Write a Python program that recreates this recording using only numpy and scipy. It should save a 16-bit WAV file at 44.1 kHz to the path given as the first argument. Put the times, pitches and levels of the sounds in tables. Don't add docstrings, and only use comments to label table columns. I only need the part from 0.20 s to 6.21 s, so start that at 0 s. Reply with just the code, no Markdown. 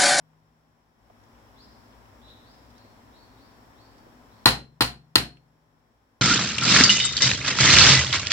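import sys
import numpy as np
from scipy import signal
from scipy.fft import rfft, irfft, next_fast_len
from scipy.io import wavfile
from scipy.ndimage import uniform_filter1d, minimum_filter1d

SR = 44100
rng = np.random.default_rng(int(sys.argv[2]) if len(sys.argv) > 2 else 0)


def persist_wave(psi):
    counts = np.round(np.clip(psi, -1, 1) * 32767).astype(np.int16)
    wavfile.write(sys.argv[1], SR, np.atleast_2d(counts).T)


N = 265041


# t/s, force/dB, treble tilt/dB per octave, clank/dB,
# thump/dB, room/dB, rod pitch/Hz, bounce delay/s, bounce level/dB
BLOWS = [(4.2575, 0.5, 0.25, 7.5, 2, 2, 4103, 0.028, -12), (4.6077, -5, 0.5, 5.5, 3, 1.5, 4214, 0.011, -3),
         (4.956, 1.5, 0.04, -7, -4, -4, 4200, .026, -14)]
# f/Hz, relative level/dB
ECHO_TONE = [(88, -33.5), (150, -6.5), (240, -5.5), (297, -10), (624, -14), (730, -10.5), (1120, -9),
             (1560, -6), (2270, -9), (2600, -8), (3700, -9.5), (4160, -4), (5910, -18), (9820, -18.5),
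             (16000, -26.5)]

def hammer():
    out, t = np.zeros((2, N)), np.arange(SR * 3 // 4) / SR
    for start, force_db, tilt_db, clank_db, thump_db, room_db, rod_hz, bounce_s, bounce_db in BLOWS:
        metal = steel_ring(t, tilt_db, clank_db, rod_hz)
        crack = clatter(t, tilt_db, bounce_s, bounce_db)
        direct = amp(-8.5) * crack + amp(-17.5) * metal + amp(thump_db) * floor_thump(t)
        crack_echo = amp(10.5) * colour(room_tail(build_s=0.008), ECHO_TONE, tilt_db)
        ring_echo = amp(-24.5) * signal.fftconvolve(metal, room_tail(build_s=0.004), axes=1)[:, :len(t)]
        echo = amp(room_db) * (crack_echo + ring_echo) * pan(0.9)
        add(out, start, amp(force_db) * (microphone_pair(direct) + echo))
    return out


# f/Hz, relative level/dB
CLATTER_TONE = [(180, -33), (300, -9.5), (1100, -1), (2320, -5.5), (3030, 2), (3640, -2), (4230, 9),
                (5700, -15), (7690, -19), (8500, -24), (9090, -20.5), (11700, -10.5), (16000, -26.5)]

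def clatter(t, tilt_db, bounce_s, bounce_db, contact_s=0.006, rough_db=7.0):
    hit = np.exp(-(t / contact_s) ** 4)
    landing = amp(bounce_db) * np.exp(-((t - bounce_s - contact_s / 2) / (0.7 * contact_s)) ** 4)
    noise = 0.9 * rng.standard_normal(len(t)) + stereo_noise(len(t))
    grains = unit(noise * amp(rough_db * rng.standard_normal(len(t))))
    return colour(grains * (hit + landing + 0.054 * fade(t, 0.065)), CLATTER_TONE, tilt_db)


# f/Hz, relative level/dB, fade time/s
PART_NOTES = [(712, -17, 0.31), (813, -2.5, 0.054), (856, -13, 0.073), (921, -8.5, 0.11),
              (997.4, -4.5, 0.079), (1076, -2, 0.049), (1185, -9, 0.053), (1316, -4.5, .045),
              (1430, -7, 0.086), (1750, -12.5, 0.044), (1730, -11, .05), (1813, -2.5, 0.069),
              (1932, -4.5, 0.07), (2480, -6, 0.048), (2874, 1, 0.042), (3094, -2, 0.061), (4330, -4, 0.099),
              (4800, 0, 0.013), (5190, 3, 0.032), (6340, -10.5, 0.024), (6920, -7.5, 0.03),
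              (8750, -10.5, 0.027), (8060, -15.5, .035), (9630, -7, 0.017), (11040, -13, 0.019),
              (11700, -10.5, .03)]
# multiple of its pitch, relative level/dB, fade time/s
ROD_NOTES = [(0.967, -5.5, .03), (.985, 0, .045), (0.999, 1, 0.028), (1.017, -5, 0.046), (1.018, -20.5, .3),
             (1.008, -17, 0.29)]

def steel_ring(t, tilt_db, clank_db, rod_hz, clank_hz=1000):
    rod = ring(t, [(ratio * rod_hz, db + 3 * tilt_db, fade_s) for ratio, db, fade_s in ROD_NOTES])
    hz, db, fade_s = np.transpose(PART_NOTES)
    clank_band = np.exp(-2 * np.log2(hz / clank_hz) ** 2)
    db = db + tilt_db * np.log2(hz / 2000) + clank_db * clank_band
    part = ring(t, zip(hz, db, fade_s))
    return (part + amp(6.0) * rod)[None]


# f/Hz, relative level/dB, fade time/s, swell time/s
THUMP_NOTES = [(62, -25, 0.35, 0.039), (66, -32.5, 0.13, 0.021), (120, -16.5, 0.19, 0.017),
               (131.5, -38, 0.72, 0.0092), (157, -55, 2.8, .01), (260, -27, 0.22, 0.0047),
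               (302, -9, 0.036, 0.0023), (341, -25.5, 0.067, .002), (425, -38.5, 0.1, 0.0042),
               (500, -33, 0.19, 0.0019)]

def floor_thump(t):
    return sum(amp(db) * (1 - np.exp(-t / swell_s)) * fade(t, fade_s) * np.sin(2 * np.pi * hz * t)
               for hz, db, fade_s, swell_s in THUMP_NOTES)


# f/Hz, level/dB
LEFT_BOOST = [(100, 3), (400, 6), (1200, 6), (2500, 0.5), (4200, 1), (8000, -10), (14000, 1)]

def microphone_pair(x, lag_s=0.00013):
    size = 2 * x.shape[1]
    hz = np.fft.rfftfreq(size, 1 / SR)
    left = amp(look_up(LEFT_BOOST, hz) / 2)
    right = np.exp(-2j * np.pi * hz * lag_s) / left
    return irfft(rfft(x, size) * [left, right])[:, :x.shape[1]]


# f/Hz, fade time/s
ROOM_FADE = [(150, .42), (400, 0.36), (1000, 0.23), (2500, 0.24), (5000, 0.22), (9000, 0.21), (16000, 0.17)]

def room_tail(build_s, count=SR * 3 // 4):
    hz, t, bands = signal.stft(stereo_noise(count), SR, nperseg=256)
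    bands = bands * fade(t, look_up(ROOM_FADE, hz)[:, None])
    tail = signal.istft(bands, SR, nperseg=256)[1][:, :count]
    build_up = 1 - np.exp(-np.arange(count) / SR / build_s)
    return unit(tail * build_up) / np.sqrt(count)


# t/s, level/dB, f/Hz
TOOL_KNOCKS = [(0.1326, -64, 1270), (0.8992, -54, 730), (2.58, -68, 5330), (2.6474, -61, 540),
               (3.867, -58.5, 496), (5.17, -56.5, 2830)]

def tool_ticks(touches_per_s=2.2, touch_db=-73.5, spread_db=2, touch_hz=4230, spread_octaves=0.43):
    out = np.zeros((2, N))
    for start, db, hz in TOOL_KNOCKS:
        add(out, start, knock(db, hz))
    for when, strength, pitch in rng.uniform(-1.2, 1, (round(touches_per_s * N / SR), 3)):
        touch = knock(touch_db + spread_db * strength, touch_hz * 2 ** (spread_octaves * pitch))
        add(out, abs(when) * N / SR, touch)
    return out


def knock(db, hz, fade_s=0.026, echo=0.27):
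    t = np.arange(SR // 4) / SR
    click = stereo_noise(len(t)) * (fade(t, fade_s) + echo * fade(t, 0.16))
    tone = [(hz / 6, -20), (hz * 0.7, -7), (hz, 0), (hz * 1.3, -14), (hz * 4, -32), (hz * 12, -55)]
    return amp(db) * colour(click, tone)


# t/s, length/s, top pitch/Hz, relative level/dB
CHIRPS = [(1.356, 0.11, 5640, -7), (2.006, 0.088, 4070, -8.5), (2.069, 0.05, 4140, -2.5),
          (2.225, 0.14, 5420, -13.5), (2.534, .15, 4410, -14.5), (2.911, 0.14, 4500, -11),
          (3.154, 0.13, 4800, -14.5), (3.554, 0.13, 4780, -13.5), (4.088, .12, 4390, -16.5)]

def bird(start_hz=3120, climb_hz_per_s=42000, waver=0.028, rasp=0.55, echo_s=0.96):
    song = np.zeros((1, N))
    for start, length, top_hz, db in CHIRPS:
        t, span_hz = np.arange(int(length * SR)) / SR, top_hz - start_hz
        jitter, shimmer = unit(uniform_filter1d(rng.standard_normal((2, SR)), 70))[:, :len(t)]
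        glide = top_hz - span_hz * np.exp(-t * climb_hz_per_s / span_hz)
        hz = glide * (1 + waver * jitter)
        swell = np.sqrt(abs(np.sin(np.pi * t / length))) * (1 + rasp * shimmer)
        add(song, start, amp(db) * swell * np.sin(2 * np.pi * np.cumsum(hz) / SR))
    t = np.arange(SR // 2) / SR
    walls = rng.standard_normal((2, len(t))) * (fade(t, echo_s) + 3.2 * fade(t, 0.035))
    return amp(-58.0) * signal.fftconvolve(song, unit(walls) / np.sqrt(len(t)), axes=1)[:, :N]


def panel_hum(hz=157.0, fade_s=2.8):
    t = np.arange(N) / SR
    return amp(-59.0) * fade(t, fade_s) * np.sin(2 * np.pi * hz * t) * pan(3.9)


# f/Hz, relative level/dB
DRONE_TONE = [(20, -21), (42, -9), (58, 4.5), (80, -16.5), (105, 3), (135, -9.5), (180, -13), (240, -37.5)]
WASH_TONE = [(110, -39), (180, -14.5), (235, 0.5), (341, -9.5), (545, -10), (600, -9.5), (1030, -8),
             (1190, -13), (1820, -16.5), (2700, -25), (3200, -42.5), (4160, -54), (7040, -120)]
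HISS_TONE = [(2200, -6.5), (3200, 8), (4500, 1), (5000, 5.5), (5600, 10), (6100, -5), (7500, 0.5),
             (9000, -15), (14000, -9), (15400, -3), (16200, -11.5)]

def background():
    size = next_fast_len(N, real=True)
    hz = np.fft.rfftfreq(size, 1 / SR)
    out = np.zeros((2, N))
    for tone, db, left_db in [(DRONE_TONE, -70.5, 3), (WASH_TONE, -67, 2.5), (HISS_TONE, -79, 0.5)]:
        spectrum = rfft(stereo_noise(size)) * amp(look_up(tone, hz))
        out += unit(irfft(spectrum, size)[:, :N]) * amp(db) * pan(left_db)
    return out


# f/Hz, likeness (1 = the same, 0 = unrelated)
LIKENESS = [(60, 0.7), (150, 0.89), (380, 0.8), (950, 0), (2380, -0.11), (5980, 0), (15000, 0)]

def stereo_noise(count):
    size = next_fast_len(count, real=True)
    left, other = rfft(rng.standard_normal((2, size)))
    alike = look_up(LIKENESS, np.fft.rfftfreq(size, 1 / SR))
    right = alike * left + np.sqrt(1 - alike ** 2) * other
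    return irfft(np.array([left, right]), size)[:, :count]


def ring(t, notes):
    return sum(amp(db) * fade(t, fade_s) * np.sin(2 * np.pi * (hz * t + rng.random()))
               for hz, db, fade_s in notes)


def colour(x, tone, tilt_db=0, size=4096):
    hz = abs(np.fft.fftfreq(size, 1 / SR))
    gain = unit(amp(look_up(tone, hz))) * amp(tilt_db * np.log2((hz + 200) / 2000))
    response = np.exp(np.conj(signal.hilbert(np.log(gain + 1e-5))))
    taps = np.fft.ifft(response).real[:size // 2]
    return signal.fftconvolve(x, taps[None], axes=1)[:, :x.shape[1]]


def fade(t, fade_s):
    return np.exp(-np.log(1000) * t / fade_s)


def amp(db):
    return 10 ** (np.asarray(db) / 20)


def unit(x):
    return x / np.sqrt(np.mean(x ** 2) + 1e-20)


def pan(left_db):
    return amp([[left_db / 2], [-left_db / 2]])


def look_up(table, hz):
    row_hz, value = np.transpose(table)
    return np.interp(np.log(hz + 1), np.log(row_hz + 1), value)


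def add(mix, start_s, sound):
    part = mix[:, round(start_s * SR):][:, :sound.shape[-1]]
    part += sound[..., :part.shape[1]]


def volume_control(x, lift_db=11.5, loud_db=-25, first_hold_s=0.75, hold_s=1.3, recover_s=0.21):
    t = np.arange(N) / SR
    ahead = round(0.008 * SR)
    loud = abs(x).max(0) > amp(loud_db)
    held_until = np.maximum.accumulate(np.where(loud, t + hold_s, first_hold_s))
    boost_db = lift_db * (1 - np.exp(-np.maximum(t - held_until, 0) / recover_s))
    return x * amp(uniform_filter1d(minimum_filter1d(boost_db, 2 * ahead), ahead))


def scene():
    return hammer() + bird() + background() + panel_hum() + tool_ticks()


def record(dry):
    ceiling, cutoff_hz = 0.9, 16300
    levelled = volume_control(dry)
    rounded = levelled / (1 + (levelled / ceiling) ** 6) ** (1 / 6)
    treble_cut = signal.firwin(511, cutoff_hz, window=("kaiser", 9), fs=SR)
    return signal.oaconvolve(rounded, treble_cut[None], "same")


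dry = scene()
out = record(dry)
persist_wave(out)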